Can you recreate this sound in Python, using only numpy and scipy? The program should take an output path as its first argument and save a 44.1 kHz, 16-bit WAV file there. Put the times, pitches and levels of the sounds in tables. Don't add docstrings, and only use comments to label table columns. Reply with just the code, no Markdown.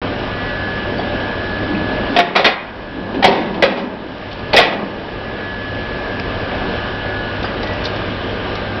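import sys
import numpy as np
from scipy import signal
from scipy.io import wavfile
from scipy.ndimage import uniform_filter1d

SR = 44100
rng = np.random.default_rng(int(sys.argv[2]) if len(sys.argv) > 2 else 0)


def boost(x):
    u = np.asarray(x, float) / 20
    return 10 ** u


def transcribe(signal):
    frames = np.atleast_2d(signal).T
    limited = np.clip(frames, -1, 1)
    pcm = np.round(limited * 32767).astype(np.int16)
    wavfile.write(sys.argv[1], SR, pcm)


N = 388080

# (time [s], body level [dB], edge level [dB], rattle T60 [s])
BLOWS = [(2.163, -12, -7.5, 0.11), (2.187, -7, -8, 0.11), (2.202, -25, -12.5, 0.057),
         (2.351, -11, -18, 0.18), (2.358, -6, -7.5, 0.17), (2.392, -11, -16, 0.15), (2.444, -11, -5, 0.17),
         (2.457, -7.5, -8, 0.15), (3.143, -25, -29.5, 0.15), (3.225, -19, -13.5, 0.2),
         (3.241, -2.5, -6, 0.17), (3.276, -7.5, -22, 0.14), (3.31, -19.5, -24.5, 0.7),
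         (3.54, -28, -29, 0.15), (3.623, -3.5, -6, 0.14), (3.633, -8.5, -15, 0.15),
         (3.695, -21, -27.5, 0.39), (3.77, -20.5, -28.5, 0.33), (4.531, -8, -12, 0.4),
         (4.565, -14.5, -5.5, 0.28), (4.582, -7.5, -12, 0.3), (4.625, -18, -23, 0.13),
         (4.723, -17, -24.5, 0.14)]
# (frequency [Hz], width [Hz], level [dB])
BODY_MODES = [(153, 30, -8), (201, 73, -2.5), (393, 83, -2), (484, 220, -3), (560, 120, 3), (680, 150, -7),
              (694, 320, -1.5), (809, 140, 0), (915, 120, -9.5), (1052, 95, -6), (324, 53, -11.5),
              (1180, 580, -10.5)]
# (frequency [Hz], width [Hz], level [dB])
EDGE_MODES = [(1416, 300, 4.5), (1690, 190, 3.5), (1950, 220, 9.5), (2220, 120, 9.5), (2496, 310, 8),
              (2880, 840, 0), (3085, 800, -5.5), (3400, 540, 3.5), (3660, 240, 3), (4030, 180, 1.5),
              (4370, 490, -10), (4680, 1200, -6.5), (4850, 390, -14.5), (5230, 450, -14.5),
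              (6000, 400, -39)]
# (time [s], level [dB], frequency [Hz])
THUDS = [
    (2.453, -27, 40),
    (3.246, -27, 65),
    (4.566, -19, 36),
    (4.575, -29, 205),
]


def door():
    out = np.zeros(N)
    for s, body_db, edge_db, t60 in BLOWS:
        body = struck(BODY_MODES, detune=0.035, uneven_db=4.5)
        add(out, s, boost(body_db) * signal.fftconvolve(burst(t60), body))
        edge = struck(EDGE_MODES, detune=0.023, uneven_db=-0.5)
        add(out, s, boost(edge_db) * signal.fftconvolve(burst(t60), edge))
    t = np.arange(16000) / SR
    for s, db, hz in THUDS:
        envelope = boost(db - 60 * t / 0.14) * (1 - np.exp(-t / 0.0075))
        add(out, s, envelope * np.sin(2 * np.pi * hz * t))
    return out


# (time [s], frequency [Hz], level [dB])
RINGS = [(2.163, 694, -5.5), (2.187, 697, -0.5), (2.358, 660, -11), (2.39, 560, -13), (2.46, 549, -17.5),
         (2.444, 1887, -12), (2.457, 2196, -14.5), (3.142, 281, -28), (3.225, 790, -8), (3.241, 570, -13.5),
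         (3.276, 393, -7.5), (3.624, 1970, -8.5), (3.633, 520, -11.5), (4.531, 610, -9), (4.54, 794, -9.5),
         (4.58, 700, -12.5), (4.565, 2223, -12), (4.582, 2100, -9.5), (4.624, 1927, -16.5)]


def rings(t60_s=.19, reference_hz=700, slope=0.55):
    out, t = np.zeros(N), np.arange(16000) / SR
    for s, hz, db in RINGS:
        decay_db = 60 * t / t60_s * (hz / reference_hz) ** slope
        envelope = boost(db - decay_db) * (1 - np.exp(-t / 0.00059))
        add(out, s, envelope * np.sin(2 * np.pi * hz * t))
    return out


# (frequency [Hz], width [Hz], level [dB])
HINGE_MODES = [(199.5, 44, 2.5), (253.6, 55, 1.3), (318, 75, -1), (392.6, 110, -3.5), (560, 320, -6.5),
               (700, 63, -15), (900, 400, -11)]
# (time [s], length [s], frequency [Hz])
MOANS = [
    (1.56, .3, 312),
    (1.66, .2, 195),
    (1.87, .15, 620),
    (2.07, .1, 290),
    (2.9, .12, 270),
    (3.15, .08, 280),
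    (3.3, .3, 205),
    (3.66, .25, 245),
    (4.74, .08, 800),
]
MOANS_DB = [-24, -25.5, -25, -24.5, -29, -21.5, -28, -34, -38]


def hinge(slips_per_s=1500):
    slips = (rng.random(N) < slips_per_s / SR) * rng.standard_normal(N)
    out = load() * evened(signal.oaconvolve(slips, struck(HINGE_MODES))[:N])
    for (s, length, hz), db in zip(MOANS, MOANS_DB):
        rub = rng.standard_normal(SR)[:round(length * SR)]
        rub = rub * signal.windows.tukey(len(rub), .6)
        add(out, s, boost(db) * signal.fftconvolve(rub, struck([(hz, 60, 0)])))
    return out


# (start [s], held [s], grind level [dB])
PUSHES = [
    (1.04, 0.032, -24.5),
    (1.88, .34, -25),
    (2.95, 0.076, -39),
    (3.181, .14, -24),
    (3.42, .17, -27),
    (3.68, 0.22, -33),
    (4.721, 0.062, -24),
]


def load(rise_db_per_s=53, fall_db_per_s=34):
    t = np.arange(N) / SR
    total = np.zeros(N)
    for s, held, db in PUSHES:
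        before = np.maximum(s - t, 0)
        after = np.maximum(t - s - held, 0)
        total += boost(db - rise_db_per_s * before - fall_db_per_s * after)
    return total


# (time [s], level [dB], frequency [Hz])
LATCH = [
    (2.162, -18, 3270),
    (2.203, -44, 5200),
    (2.361, -16.5, 4640),
    (3.226, -23, 3265),
    (3.277, -19.5, 4560),
    (3.64, -22, 4600),
    (4.533, -20.5, 4350),
    (4.564, -3, 5040),
    (4.566, -10, 3800),
    (4.597, -14.5, 4660),
]


def latch():
    out = np.zeros(N)
    for s, db, hz in LATCH:
        tick(out, s, db, hz, 0.2 * hz, 0.046)
    return out


# (time [s], level [dB], frequency [Hz])
SNAPS = [(2.164, -5, 2610), (2.447, -6, 2100), (4.539, -6.5, 900), (2.199, -14, 5200), (3.229, -16, 3560),
         (3.277, -17, 4800), (6.198, -14, 2430), (6.198, -19, 4950), (6.199, -27, 3600), (7.478, -21, 3030),
         (7.629, -21, 4330), (7.856, -14, 3680)]


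def snaps():
    out = np.zeros(N)
    for s, db, hz in SNAPS:
        tick(out, s, db, hz, 0.23 * hz, 0.0086)
    return out


# (time [s], level [dB], frequency [Hz], T60 [s])
LUMPS = [(4.179, -38, 3500, 0.028), (4.312, -30, 3170, 0.065), (4.328, -28, 4400, 0.03),
         (4.392, -33, 3900, .034), (7.427, -20.5, 3360, 0.055), (7.437, -14.5, 600, .05),
         (7.44, -19.5, 1500, 0.11), (7.63, -23.5, 3900, .07), (7.631, -21, 1500, 0.037),
         (7.632, -16, 600, 0.055), (7.671, -27, 3630, .06), (7.734, -27, 4850, 0.025),
         (7.84, -21, 4020, .04), (7.85, -19.5, 4370, 0.085), (7.959, -29.5, 4240, .063),
         (8.553, -19.5, 3980, 0.029)]


def lumps():
    out = np.zeros(N)
    for s, db, hz, t60 in LUMPS:
        tick(out, s, db, hz, .7 * hz, t60)
    return out


# (time [s], level [dB], frequency [Hz])
CLINKS = [
    (.981, -26, 4570),
    (.99, -14, 700),
    (.994, -30, 3400),
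    (1.745, -23.5, 2520),
    (7.446, -27, 4820),
    (7.853, -23, 3600),
]


def clinks():
    out = np.zeros(N)
    for s, db, hz in CLINKS:
        tick(out, s, db, hz, 290, .07)
    return out


TONE_HZ = [100.3, 1460, 1582, 1618, 1753, 1809, 1534, 1949, 2024, 2927, 1206, 4000]
# (level [dB rms], waver [dB], wander [Hz])
TONES = [(-33, 0.3, 0.31), (-40, 3.1, 0.32), (-40, 2.2, 0.74), (-42.5, -3.5, 0.9), (-44.5, -1.5, 0.62),
         (-54, 1, 1.1), (-58, 6, 0.7), (-55.5, 9, .8), (-58.5, 5, 0.73), (-45, 1, 2.5), (-44.5, 1.5, 4.0),
         (-54.5, 1.5, 0.91)]
# (time [s], frequency [Hz])
WHINE_HZ = [(0, 1704), (.7, 1704), (1.4, 1702.5), (2, 1702), (4.5, 1703), (5.2, 1700), (5.8, 1702),
            (6.6, 1705), (7.2, 1705), (8.8, 1703)]
# (time [s], level [dB])
WHINE = [(0, -57), (.35, -32), (.7, -28.5), (1.1, -34), (1.4, -29.5), (2, -28.5), (2.6, -37), (3.1, -32.5),
         (4, -36.5), (4.5, -32.5), (5.1, -37.5), (5.45, -28), (6.3, -32), (6.5, -35.5), (6.8, -33),
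         (7.2, -28), (7.5, -41.5), (8.8, -60)]


def machines():
    lines = np.array([tone(hz, *row) for hz, row in zip(TONE_HZ, TONES)])
    sink_db = -7 * np.exp(-((np.arange(N) / SR - 4.9) / 1.6) ** 4)
    lines[1] *= boost(sink_db)
    return lines.sum(0) + tone(follow(WHINE_HZ), follow(WHINE), .8, 0.18)


def tone(hz, db, waver_db, wander_hz):
    turns = np.cumsum(hz + wander_hz * drift(12)) / SR
    return np.sqrt(2) * boost(db + waver_db * drift(9)) * np.sin(2 * np.pi * turns)


# (frequency [Hz], level [dB per Hz])
RUSH = [(12, -27), (20, -6.5), (97, -4), (145, -5), (378, -7), (540, -5), (594, -5), (1220, -13.5),
        (1340, -14.5), (1620, -14), (1920, -16.5), (3020, -16), (4530, -27), (5350, -31), (6030, -48.5),
        (7840, -92), (13300, -120)]
# (frequency [Hz], width [Hz], lift [dB])
DUCTS = [(52, 11.4, 8), (199.8, 13, 7), (253.4, 9.9, 10.5), (300.7, 12, 5.5), (370, 17, 8.5), (467, 28, 3),
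         (593.7, 16, 6), (1195, 53, 5), (1675, 74, 5), (2885, 300, -1), (3080, 32, 3.5)]


def rush(patchy_db=.9, swell_db=.6):
    frames, hz = N // 1024 + 5, np.fft.rfftfreq(4096, 1 / SR)
    a, b, patches = rng.standard_normal((frames, 2049, 3)).T
    patches = uniform_filter1d(patches, size=60, axis=0)
    patches = uniform_filter1d(patches, size=4, axis=1)
    patches = evened(patches).clip(-2, 2)
    colour_db = read(RUSH, hz)
    for f, width, db in DUCTS:
        colour_db = colour_db + db / (1 + (2 * (hz - f) / width) ** 2)
    z = (a + 1j * b) * boost(colour_db[:, None] + patchy_db * patches)
    noise = signal.istft(z, nperseg=4096, noverlap=3072)[1][:N]
    return boost(-22 + swell_db * drift(7.8)) * evened(noise)


# (frequency [Hz], T60 [s])
HALL = [(100, 0.35), (400, 0.22), (1000, 1), (2500, 0.58), (6000, 0.21)]


def hall(x):
    hz, t, z = signal.stft(rng.standard_normal(SR), SR, nperseg=256)
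    decay_db = -60 * t / read(HALL, hz)[:, None]
    tail = signal.istft(z * boost(decay_db), SR, nperseg=256)[1]
    tail *= np.minimum(np.arange(len(tail)) / (0.0053 * SR), 1)
    return boost(-12) * signal.fftconvolve(x, tail / np.linalg.norm(tail))[:N]


# (time [s], depth [dB])
DUCKS = [
    (2.17, -17),
    (2.47, -15.5),
    (3.26, -9.5),
    (3.65, -16),
    (4.6, -11.5),
]


def gain_db(lag_s, recover_s):
    t = np.arange(N) / SR
    down = np.min([db * np.exp(-abs(t - s) / recover_s) * (t > s) for s, db in DUCKS], axis=0)
    keep = np.exp(-1 / (lag_s * SR))
    return signal.lfilter([1 - keep], [1, -keep], down)


def struck(modes, detune=0., uneven_db=0.):
    hz, width, db = np.transpose(modes)[:, :, None]
    shift, level = rng.standard_normal((len(modes), 2, 1)).transpose(1, 0, 2)
    f = abs(np.fft.fftfreq(8192, 1 / SR))
    offset = 2 * (f - hz * (1 + detune * shift)) / width
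    power = (boost(db + uneven_db * level) / (1 + offset ** 2)) ** 2
    radiation = f ** 2 / (f ** 2 + hz.min() ** 2 / 4)
    log_gain = np.log(power.sum(0) * radiation + 1e-12) / 2
    shape = np.fft.ifft(np.exp(np.conj(signal.hilbert(log_gain)))).real[:4096]
    return shape / np.linalg.norm(shape)


def burst(t60, rise=0.0016):
    t = np.arange(16000) / SR
    return rng.standard_normal(16000) * (1 - np.exp(-t / rise)) * boost(-60 * t / t60)


def tick(out, s, db, hz, width, t60):
    contact = burst(t60, rise=t60 / 55)
    add(out, s, boost(db) * signal.fftconvolve(contact, struck([(hz, width, 0)])))


def add(mix, s, sound):
    part = mix[round(s * SR):][:len(sound)]
    part += sound[:len(part)]


def evened(x):
    return x / np.sqrt(np.mean(x ** 2) + 1e-20)


def read(points, hz):
    f, value = np.transpose(points)
    return np.interp(np.log(hz + 1), np.log(f + 1), value)


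def follow(rows):
    s, value = np.transpose(rows)
    return np.interp(np.arange(N) / SR, s, value)


def drift(top_hz):
    t, slow = np.arange(0, N, 64) / SR, 0
    for f in np.geomspace(top_hz / 20, top_hz, 16):
        slow = slow + np.sin(2 * np.pi * (f * t + rng.random())) / np.sqrt(f)
    return np.interp(np.arange(N) / SR, t, evened(slow))


def scene():
    iron, ringing = door(), rings()
    top_cut = signal.butter(N=6, Wn=5300, fs=SR, output="sos")
    grit = signal.sosfilt(top_cut, latch() + snaps() + lumps() + clinks())
    plant = machines() + rush()
    bass = signal.sosfiltfilt(signal.butter(N=3, Wn=130, fs=SR, output="sos"), plant)
    ducked_bass = bass * boost(1.2 * gain_db(lag_s=.03, recover_s=0.57))
    ducked_rest = (plant - bass) * boost(gain_db(lag_s=0.21, recover_s=0.48))
    echo = hall(iron + grit + .2 * ringing)
    return (iron + ringing + hinge() + grit + ducked_bass + ducked_rest + echo)[None]


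def roll_off(x):
    return signal.sosfilt(signal.butter(12, 15830, fs=SR, output="sos"), x)


def record(dry):
    headroom, ceiling = 1.57, .985
    capsule = headroom * np.tanh(dry / headroom)
    treble_cut = signal.firwin(255, 6005, window=("kaiser", 9), fs=SR)
    dull = signal.oaconvolve(capsule, treble_cut[None], "same")
    clipped = np.clip(dull + .0016, -ceiling, ceiling)
    hiss = boost(-86.5) * rng.standard_normal(N)
    live = np.clip((np.arange(N) / SR - .016) / .0015, 0, 1)
    return roll_off((clipped + hiss) * live)


dry = scene()
out = record(dry)
transcribe(out)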